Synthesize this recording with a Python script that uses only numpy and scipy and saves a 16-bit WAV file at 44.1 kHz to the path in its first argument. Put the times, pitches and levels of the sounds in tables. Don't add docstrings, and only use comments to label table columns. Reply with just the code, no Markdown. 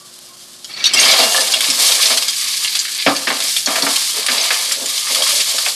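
import sys
import numpy as np
from scipy import signal
from scipy.fft import rfft, irfft
from scipy.io import wavfile
from scipy.ndimage import uniform_filter1d, minimum_filter1d

SR = 44100
rng = np.random.default_rng(int(sys.argv[2]) if len(sys.argv) > 2 else 0)


def generate_wav(sig):
    pcm = np.round(np.clip(np.atleast_2d(sig).T, -1, 1) * 32767).astype(np.int16)
    wavfile.write(sys.argv[1], SR, pcm)


N = 253559
TIME = np.arange(N) / SR
HIT = TIME[:SR // 2]


def from_db(db):
    return 10 ** (np.asarray(db) / 20)


def rms_one(x):
    return x / np.sqrt(np.mean(x ** 2) + 1e-20)


def unit_energy(x):
    return x / np.sqrt(np.sum(x ** 2) + 1e-20)


def dying(t60_s):
    return np.exp(-np.log(1000) * HIT / max(t60_s, 1e-3))


def through(x, response):
    return signal.fftconvolve(x, response)[:len(x)]


def add(out, start_s, sound):
    start = max(round(start_s * SR), 0)
    out[start:start + len(sound)] += sound[:N - start]


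def colour(spectrum, size=4096):
    hz, db = np.transpose(spectrum)
    grid_hz = np.maximum(np.fft.rfftfreq(size, 1 / SR), 1)
    below_oct = np.maximum(np.log2(hz[0] / grid_hz), 0)
    above_oct = np.maximum(np.log2(grid_hz / hz[-1]), 0)
    level_db = np.interp(np.log(grid_hz), np.log(hz), db) - 10 * (below_oct + above_oct)
    cepstrum = irfft(np.log(from_db(level_db)))
    cepstrum[1:size // 2] *= 2
    cepstrum[size // 2 + 1:] = 0
    return unit_energy(irfft(np.exp(rfft(cepstrum))))


def drift(rate_hz):
    knots = rng.standard_normal(4096)
    return np.interp(TIME * rate_hz, np.arange(len(knots)), knots)


def grains(per_s, spread_db, clump_db, clump_rate_hz):
    born = rng.random(N) < per_s / SR
    size_db = spread_db * np.minimum(rng.exponential(1, N), 5)
    sizes = from_db(size_db) * rng.choice([-1, 1], N)
    return rms_one(born * sizes * from_db(clump_db * drift(clump_rate_hz)))


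def resonance(x, hz, t60_s):
    r, w = from_db(-60 / (t60_s * SR)), 2 * np.pi * hz / SR
    b, a = [np.sin(w) / 2, 0, -np.sin(w) / 2], [1, -2 * r * np.cos(w), r * r]
    return signal.lfilter(b, a, x + 1e-18)


def swell(start_s, end_s):
    phase = np.clip((TIME - start_s) / (end_s - start_s), 0, 1)
    return np.sqrt(np.maximum(np.sin(np.pi * phase), 0))


def echoes(early_db=1.5, early_t60_s=0.064, tail_db=-12.0, tail_t60_s=0.13):
    sparse = (rng.random(len(HIT)) < 2500 / SR) * rng.standard_normal(len(HIT)) * (HIT > .001)
    diffuse = rng.standard_normal(len(HIT)) * (HIT > .008)
    early = from_db(early_db) * unit_energy(sparse * dying(early_t60_s))
    tail = from_db(tail_db) * unit_energy(diffuse * dying(tail_t60_s))
    return unit_energy((HIT == 0) + early + tail)


def scattered(clicks, count=8):
    spot = rng.integers(0, count, N)
    return sum(through(clicks * (spot == k), echoes()) for k in range(count))


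def pot_ring():
    # f/Hz, level/dB, t60/s
    pot_modes = [(245, -1, .22), (280, 1, .26), (355, -5, .2), (440, -6, .25), (530, -2, .25),
                 (660, -3, .15), (719, -2, .2), (778, -2, .2), (881, 0, .25), (1070, -3, .15),
                 (1195, 1, .2), (1345, -5, .2), (1600, -5, .12), (1730, 0, .12), (2140, -5, .15),
                 (2277, -2, .15), (2802, -4, .4), (3019, -6, .4), (3235, -2, .15), (3450, -5, .15),
                 (3676, -6, .2), (4870, -9, .2), (5242, -8, .4)]
    ring = 0
    for hz, db, t60_s in pot_modes:
        unit_gain = 2 * np.log(1000) / (t60_s * SR)
        ring = ring + from_db(db) * unit_gain * dying(t60_s) * np.cos(2 * np.pi * hz * HIT)
    return ring


def on_pot(x, ring, ring_db):
    return x + from_db(ring_db) * through(x, ring)


def onset(start_s):
    attack_s = 0.041
    return np.clip((TIME - start_s) / attack_s, 0, 1)


def pour(peak_db):
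    start_s, peak_s, rise_db_per_s, fall_db_per_s = 0.677, 1.022, 48.5, 39
    late_s = TIME - peak_s
    slope_db = np.minimum(rise_db_per_s * late_s, -fall_db_per_s * late_s)
    return onset(start_s) * from_db(peak_db + slope_db)


def shoved(part, release_t60_s):
    # start/s, end/s, sizzle/dB, sliding shells/dB, bottom bumps/dB, wall scrape/dB
    shoves = [(0.968, 1.124, -19.5, -9.5, -19.5, -16.5), (1.153, 1.244, -19.5, -15.5, -14.5, -30),
              (1.282, 1.427, -19, -28, -22.5, -25), (1.443, 1.565, -28, -18.5, -25.5, -39),
              (1.59, 1.736, -21.5, -18, -31.5, -23), (1.761, 1.952, -16, -16.5, -26.5, -21),
              (1.976, 2.135, -19.5, -15, -26, -23.5), (2.194, 2.292, -28.5, -28, -62, -40),
              (2.346, 2.802, -24.5, -20.5, -49, -32), (2.925, 3.1, -48, -20, -51, -36),
              (3.268, 3.406, -32, -23.5, -29.5, -30), (3.404, 3.543, -21.5, -39, -59, -44),
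              (3.654, 3.81, -25, -41, -23, -17.5), (3.819, 4.11, -21.5, -24.5, -48, -28.5),
              (4.128, 4.264, -33, -27, -36, -31), (4.278, 4.482, -23, -15.5, -28.5, -20.5),
              (4.478, 4.697, -24, -23, -34.5, -31), (4.848, 4.99, -24.5, -22, -39.5, -29),
              (5.05, 5.248, -22, -20, -37.5, -24), (5.24, 5.36, -18.5, -17.5, -52, -28.5),
              (5.438, 5.684, -23.5, -26, -36, -28.5)]
    sag_db_per_s = 7.5
    power, column = 0, ("sizzle", "shells", "bottom", "wall").index(part)
    for start_s, end_s, *levels_db in shoves:
        sag_db = sag_db_per_s * np.maximum(TIME - start_s, 0)
        release = np.exp(-np.log(1000) * np.maximum(TIME - end_s, 0) / release_t60_s)
        gain = onset(start_s) * from_db(levels_db[column] - sag_db) * release
        power = power + gain ** 2
    return np.sqrt(power)


def shell_clacks(per_s, shell_t60_s, count=48):
    hits = grains(per_s, spread_db=4.5, clump_db=2.5, clump_rate_hz=28)
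    shell = rng.integers(0, count, N)
    pitches_hz = np.geomspace(2000, 6800, count) * rng.uniform(.98, 1.02, count)
    return rms_one(sum(resonance(hits * (shell == k), hz, shell_t60_s) for k, hz in enumerate(pitches_hz)))


def rustle(ring):
    # f/Hz, level/dB
    tick_spectrum = [(1200, -25.5), (2200, 0), (3200, -1), (4000, 6), (4900, 4.5), (6000, -10.5),
                     (8000, -18.5), (13000, -37)]
    level = np.hypot(pour(peak_db=-14), shoved("shells", release_t60_s=0.82))
    clicks = level * grains(per_s=2000, spread_db=3.5, clump_db=4.5, clump_rate_hz=130)
    ticks = through(scattered(clicks), colour(tick_spectrum))
    tumbling = np.sqrt(level / level.max())
    clacks = level * tumbling * shell_clacks(per_s=450, shell_t60_s=.04)
    shells = from_db(-3.5) * ticks + from_db(-9.5) * clacks
    clatter = from_db(9) * through(tumbling ** 2 * shells, ring)
    return on_pot(shells, ring, ring_db=1) + clatter


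def clinks(ring, tone_db=-3.0, crack_db=-0.5):
    # t/s, level/dB, f/Hz, crack level/dB (relative)
    loud_clinks = [(0.6451, -11.5, 4390, -13), (0.841, 8.5, 3870, -38), (0.8426, -12, 5300, -31),
                   (0.8562, 12.5, 3770, -14.5), (0.866, 4.5, 4570, -26), (0.9362, 8.5, 5000, -15.5),
                   (0.9973, 12, 6370, -24), (1.0496, 9, 4860, -17), (1.1124, 12, 4830, -16),
                   (1.2308, 1, 4200, -13), (1.363, -3, 4280, -2), (1.406, -1, 4980, -5.5),
                   (1.5207, 3, 4860, -24), (1.5377, 6, 3270, -11.5), (1.6066, -2.5, 3420, -3),
                   (1.701, 4.5, 5260, -11.5), (1.9177, 4, 3930, -9), (2.0566, 7, 4330, -16),
                   (2.173, 2.5, 4460, -4), (2.2244, -9.5, 4970, -1), (2.2824, 4.5, 4870, -15),
                   (2.2888, -3.5, 4940, -29), (2.6474, -1, 3200, -13.5), (2.7527, -4.5, 4600, -4.5),
                   (2.791, 3.5, 4880, -31), (2.9482, -5, 4800, -12.5), (3.165, -4.5, 4620, -10.5),
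                   (3.4037, -7, 3760, -3), (3.4825, -3, 5570, -12), (3.565, 0, 3500, -15),
                   (3.66, 1.5, 4420, -24), (3.8226, 1, 4440, -12), (3.9598, -7, 4300, 1),
                   (4.264, -9, 3860, 2.5), (4.7208, 0, 7500, -18), (4.859, -5, 7100, -9),
                   (4.979, -11.5, 4900, 0), (5.1478, 0, 3380, -5.5), (5.2217, 3, 3320, -17),
                   (5.403, -6, 3660, 0), (5.583, -2.5, 4400, -9), (5.661, 0, 2280, -11.5),
                   (5.6852, -5, 4680, -8)]
    # f/Hz, level/dB
    crack_spectrum = [(800, -8), (2000, 0), (3300, 8.5), (5000, 7), (6500, 1), (9500, 4.5), (13000, -10)]
    out, crack_colour = np.zeros(N), colour(crack_spectrum)
    for start_s, db, hz, crack_rel_db in loud_clinks:
        ratios = np.append(1, rng.uniform(.65, 1.6, 9))
        strengths = np.append(1, rng.choice([-.4, .4], 9))
        modes = np.cos(2 * np.pi * hz * np.outer(ratios, HIT))
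        tone = strengths @ modes * dying(.022) / 2
        grit = rng.standard_normal(len(HIT)) * dying(.016)
        snap = 7 * (HIT == 0)
        crack = through(grit + snap, crack_colour)
        clink = from_db(tone_db) * tone + from_db(crack_rel_db + crack_db) * crack
        add(out, start_s, from_db(db) * through(clink, echoes()))
    return on_pot(out, ring, ring_db=-3.0)


def plate():
    # f/Hz, level/dB, t60/s
    plate_modes = [(1400, -9, .012), (1950, 0, .018), (2280, -3, .04), (2700, 0, .012), (3300, -2, .025),
                   (4470, -5, .05), (5750, -7, .025)]
    skids = pour(peak_db=-21) * grains(per_s=830, spread_db=0.5, clump_db=4.0, clump_rate_hz=60)
    modes = sum(from_db(db) * dying(t60_s) * np.sin(2 * np.pi * hz * HIT) for hz, db, t60_s in plate_modes)
    return through(scattered(skids, count=4), unit_energy(modes))


def pings(rise_t60_s=0.003):
    # t/s, level/dB, f/Hz, t60/s
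    ping_notes = [(0.715, -25, 3300, 0.043), (0.738, -20, 4420, 0.079), (0.865, -3, 4440, 0.067),
                  (0.939, -1.5, 3166, 0.042), (0.962, -15, 2164, 0.27), (0.971, -9, 2754, 0.24),
                  (0.973, -2, 5650, 0.022), (1.031, -10, 3210, 0.18), (1.115, -16.5, 3210, .5),
                  (1.214, -19.5, 2810, 0.97), (1.346, -8, 1726, 0.052), (1.379, -12.5, 1740, 0.14)]
    out = np.zeros(N)
    for start_s, db, hz, t60_s in ping_notes:
        envelope = dying(t60_s) - dying(rise_t60_s)
        add(out, start_s, from_db(db) * np.sin(2 * np.pi * hz * HIT) * envelope)
    return out


def dragging(ring):
    # f/Hz, level/dB
    bump_spectrum = [(60, -24), (130, -34), (200, -11.5), (260, -10.5), (380, -5.5), (600, 5), (880, -1),
                     (1400, -7.5), (3000, -17)]
    # f/Hz, level/dB
    scrape_spectrum = [(500, -29), (950, -2), (1180, 5.5), (1450, -2.5), (1800, -0.5), (2300, 1),
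                       (3200, -7), (6000, -8.5)]
    bumps = shoved("bottom", release_t60_s=0.48)
    bumps = bumps * grains(per_s=780, spread_db=2.0, clump_db=1.5, clump_rate_hz=50)
    slips = shoved("wall", release_t60_s=0.8)
    slips = slips * grains(per_s=1200, spread_db=4.5, clump_db=2.5, clump_rate_hz=68)
    bottom = from_db(-6.0) * through(scattered(bumps, count=4), colour(bump_spectrum))
    wall = from_db(-6.0) * through(scattered(slips, count=4), colour(scrape_spectrum))
    return on_pot(bottom + wall, ring, ring_db=6.0)


def frying():
    oil_db, wet_db, landing_s = -43.5, -28.5, 0.91
    steady = np.hypot(from_db(oil_db), from_db(wet_db) * onset(landing_s))
    return np.hypot(steady, shoved("sizzle", release_t60_s=0.68))


def sizzle(ring):
    # f/Hz, level/dB
    pop_spectrum = [(300, -43), (900, -35), (1500, -17), (2400, -8.5), (3400, -1.5), (4700, 3.5),
                    (6000, -1), (8000, -1.5), (10000, -2.5), (11200, -6), (12800, -9)]
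    # f/Hz, level/dB
    spit_spectrum = [(1200, -15), (3000, -3), (5000, 0), (13000, 0)]
    level = frying()
    pops = level * grains(per_s=14000, spread_db=4.0, clump_db=1.68, clump_rate_hz=80)
    pops = through(scattered(pops, count=12), colour(pop_spectrum))
    spits = level * grains(per_s=45, spread_db=4.0, clump_db=1.0, clump_rate_hz=15)
    spits = from_db(-8.5) * through(spits, colour(spit_spectrum))
    return from_db(4.0) * on_pot(pops, ring, ring_db=6.0) + spits


def blow(response, t60_s, tail_db=-19.0, tail_t60_s=1.0):
    envelope = np.hypot(dying(t60_s), from_db(tail_db) * dying(tail_t60_s))
    burst = through(rng.standard_normal(len(HIT)) * envelope, response)
    return unit_energy(burst) * np.sqrt(np.sum(envelope ** 2))


def knocks(ring):
    # t/s, stand thud level/dB, bottom boom level/dB, wall rap level/dB
    pot_blows = [(0.856, -48, -46, -18), (0.935, -35, -26, -30), (1.136, -52, -22, -15),
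                 (1.197, -33, -23, -20), (1.344, -54, -21, -23), (1.378, -44, -23.5, -33),
                 (1.684, -32.5, -46, -30), (2.103, -37, -20.5, -21), (2.647, -61, -56, -28),
                 (2.75, -58, -58, -22.5), (2.851, -65, -57, -22.5), (2.881, -64, -52, -26),
                 (3.063, -19.5, -11, -7.5), (3.071, -21, -12.5, -27), (3.271, -28, -23, -11.5),
                 (3.303, -50, -20.5, -16), (3.673, -28, -23.5, -18.5), (3.756, -49, -52, -16),
                 (3.825, -25.5, -22.5, -30), (3.866, -49, -19.5, -16), (4.284, -35.5, -29, -12),
                 (4.505, -57, -24.5, -10.5), (4.711, -49, -34, -20.5), (4.811, -36, -39, -44),
                 (5.664, -57, -26.5, -24)]
    # f/Hz, level/dB
    thud_spectrum = [(70, -28), (125, -3), (190, -2), (265, 10), (350, 1.5), (430, -6.5), (600, 4),
                     (1200, -59)]
    # f/Hz, level/dB
    boom_spectrum = [(250, -34), (430, -3.5), (540, 2), (760, 0.5), (950, -1), (1200, 2), (1700, -7.5),
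                     (3500, -38)]
    # f/Hz, level/dB
    rap_spectrum = [(700, -34), (1200, -4), (1750, 5.5), (2500, 5), (3500, 1.5), (5500, -3), (10000, -65)]
    out = np.zeros(N)
    thud, boom, rap = colour(thud_spectrum), colour(boom_spectrum), colour(rap_spectrum)
    for start_s, thud_db, boom_db, rap_db in pot_blows:
        low = from_db(thud_db) * blow(thud, t60_s=0.3) + from_db(boom_db) * blow(boom, t60_s=0.2)
        add(out, start_s, low + from_db(rap_db) * blow(rap, t60_s=0.12))
    return on_pot(out, ring, ring_db=2.5)


def spoon(ring):
    # start/s, end/s, level/dB (relative), f/Hz
    strokes = [(4.137, 4.225, -33, 445), (4.293, 4.426, -32, 510), (4.76, 4.882, -31.5, 530),
               (5.093, 5.16, -33, 570), (5.156, 5.238, -27, 630), (5.268, 5.43, -31, 575),
               (5.527, 5.558, -34, 570)]
    slips = grains(per_s=350, spread_db=-2.0, clump_db=0.5, clump_rate_hz=32)
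    sound = np.zeros(N)
    for start_s, end_s, db, hz in strokes:
        hollow = rms_one(resonance(slips, hz, t60_s=.013))
        sound += from_db(db - 2.5) * swell(start_s, end_s) * hollow
    return on_pot(through(sound, echoes()), ring, ring_db=2.0)


def hob():
    # f/Hz, level/dB
    flame_spectrum = [(30, 8), (50, 8.5), (90, -17), (125, 1.5), (250, -0.5), (330, -8.5), (420, -8),
                      (540, -1), (700, -2.5), (950, -8), (1120, -2.5), (1500, -6.5), (3000, -18)]
    # f/Hz, level/dB
    hum_tones = [(246, -64), (311, -67), (360, -59), (1065, -66)]
    flame = from_db(-49.5) * through(rng.standard_normal(N), colour(flame_spectrum))
    hum = 0
    for hz, db in hum_tones:
        phase_rad = 2 * np.pi * hz * TIME + 0.43 * drift(27)
        hum = hum + from_db(db) * np.sqrt(2) * np.sin(phase_rad)
    return flame + hum


def whistles():
    # start/s, end/s, level/dB, f/Hz
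    whistle_tones = [(-0.03, 0.086, -50, 1156), (0.284, 0.358, -49, 1064)]
    out = np.zeros(N)
    for start_s, end_s, db, hz in whistle_tones:
        phase_rad = 2 * np.pi * hz * TIME + 0.48 * drift(50)
        out += from_db(db) * swell(start_s, end_s) * np.sqrt(2) * np.sin(phase_rad)
    return out


def scene():
    ring = pot_ring()
    shells = plate() + rustle(ring) + dragging(ring) + clinks(ring) + pings()
    mono = sizzle(ring) + shells + knocks(ring) + spoon(ring) + hob() + whistles()
    return np.array([mono, mono])


def record(dry, top=0.94, low_cut_hz=95, high_cut_hz=12930, window=64):
    low_cut = signal.butter(2, low_cut_hz, "high", fs=SR, output="sos")
    x = signal.sosfilt(low_cut, dry)
    gain = minimum_filter1d(top / np.maximum(np.abs(x), top), window)
    gain = uniform_filter1d(gain, window)
    high_cut = signal.ellip(12, .1, 70, high_cut_hz, fs=SR, output="sos")
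    return signal.sosfilt(high_cut, x * gain)


dry = scene()
out = record(dry)
generate_wav(out)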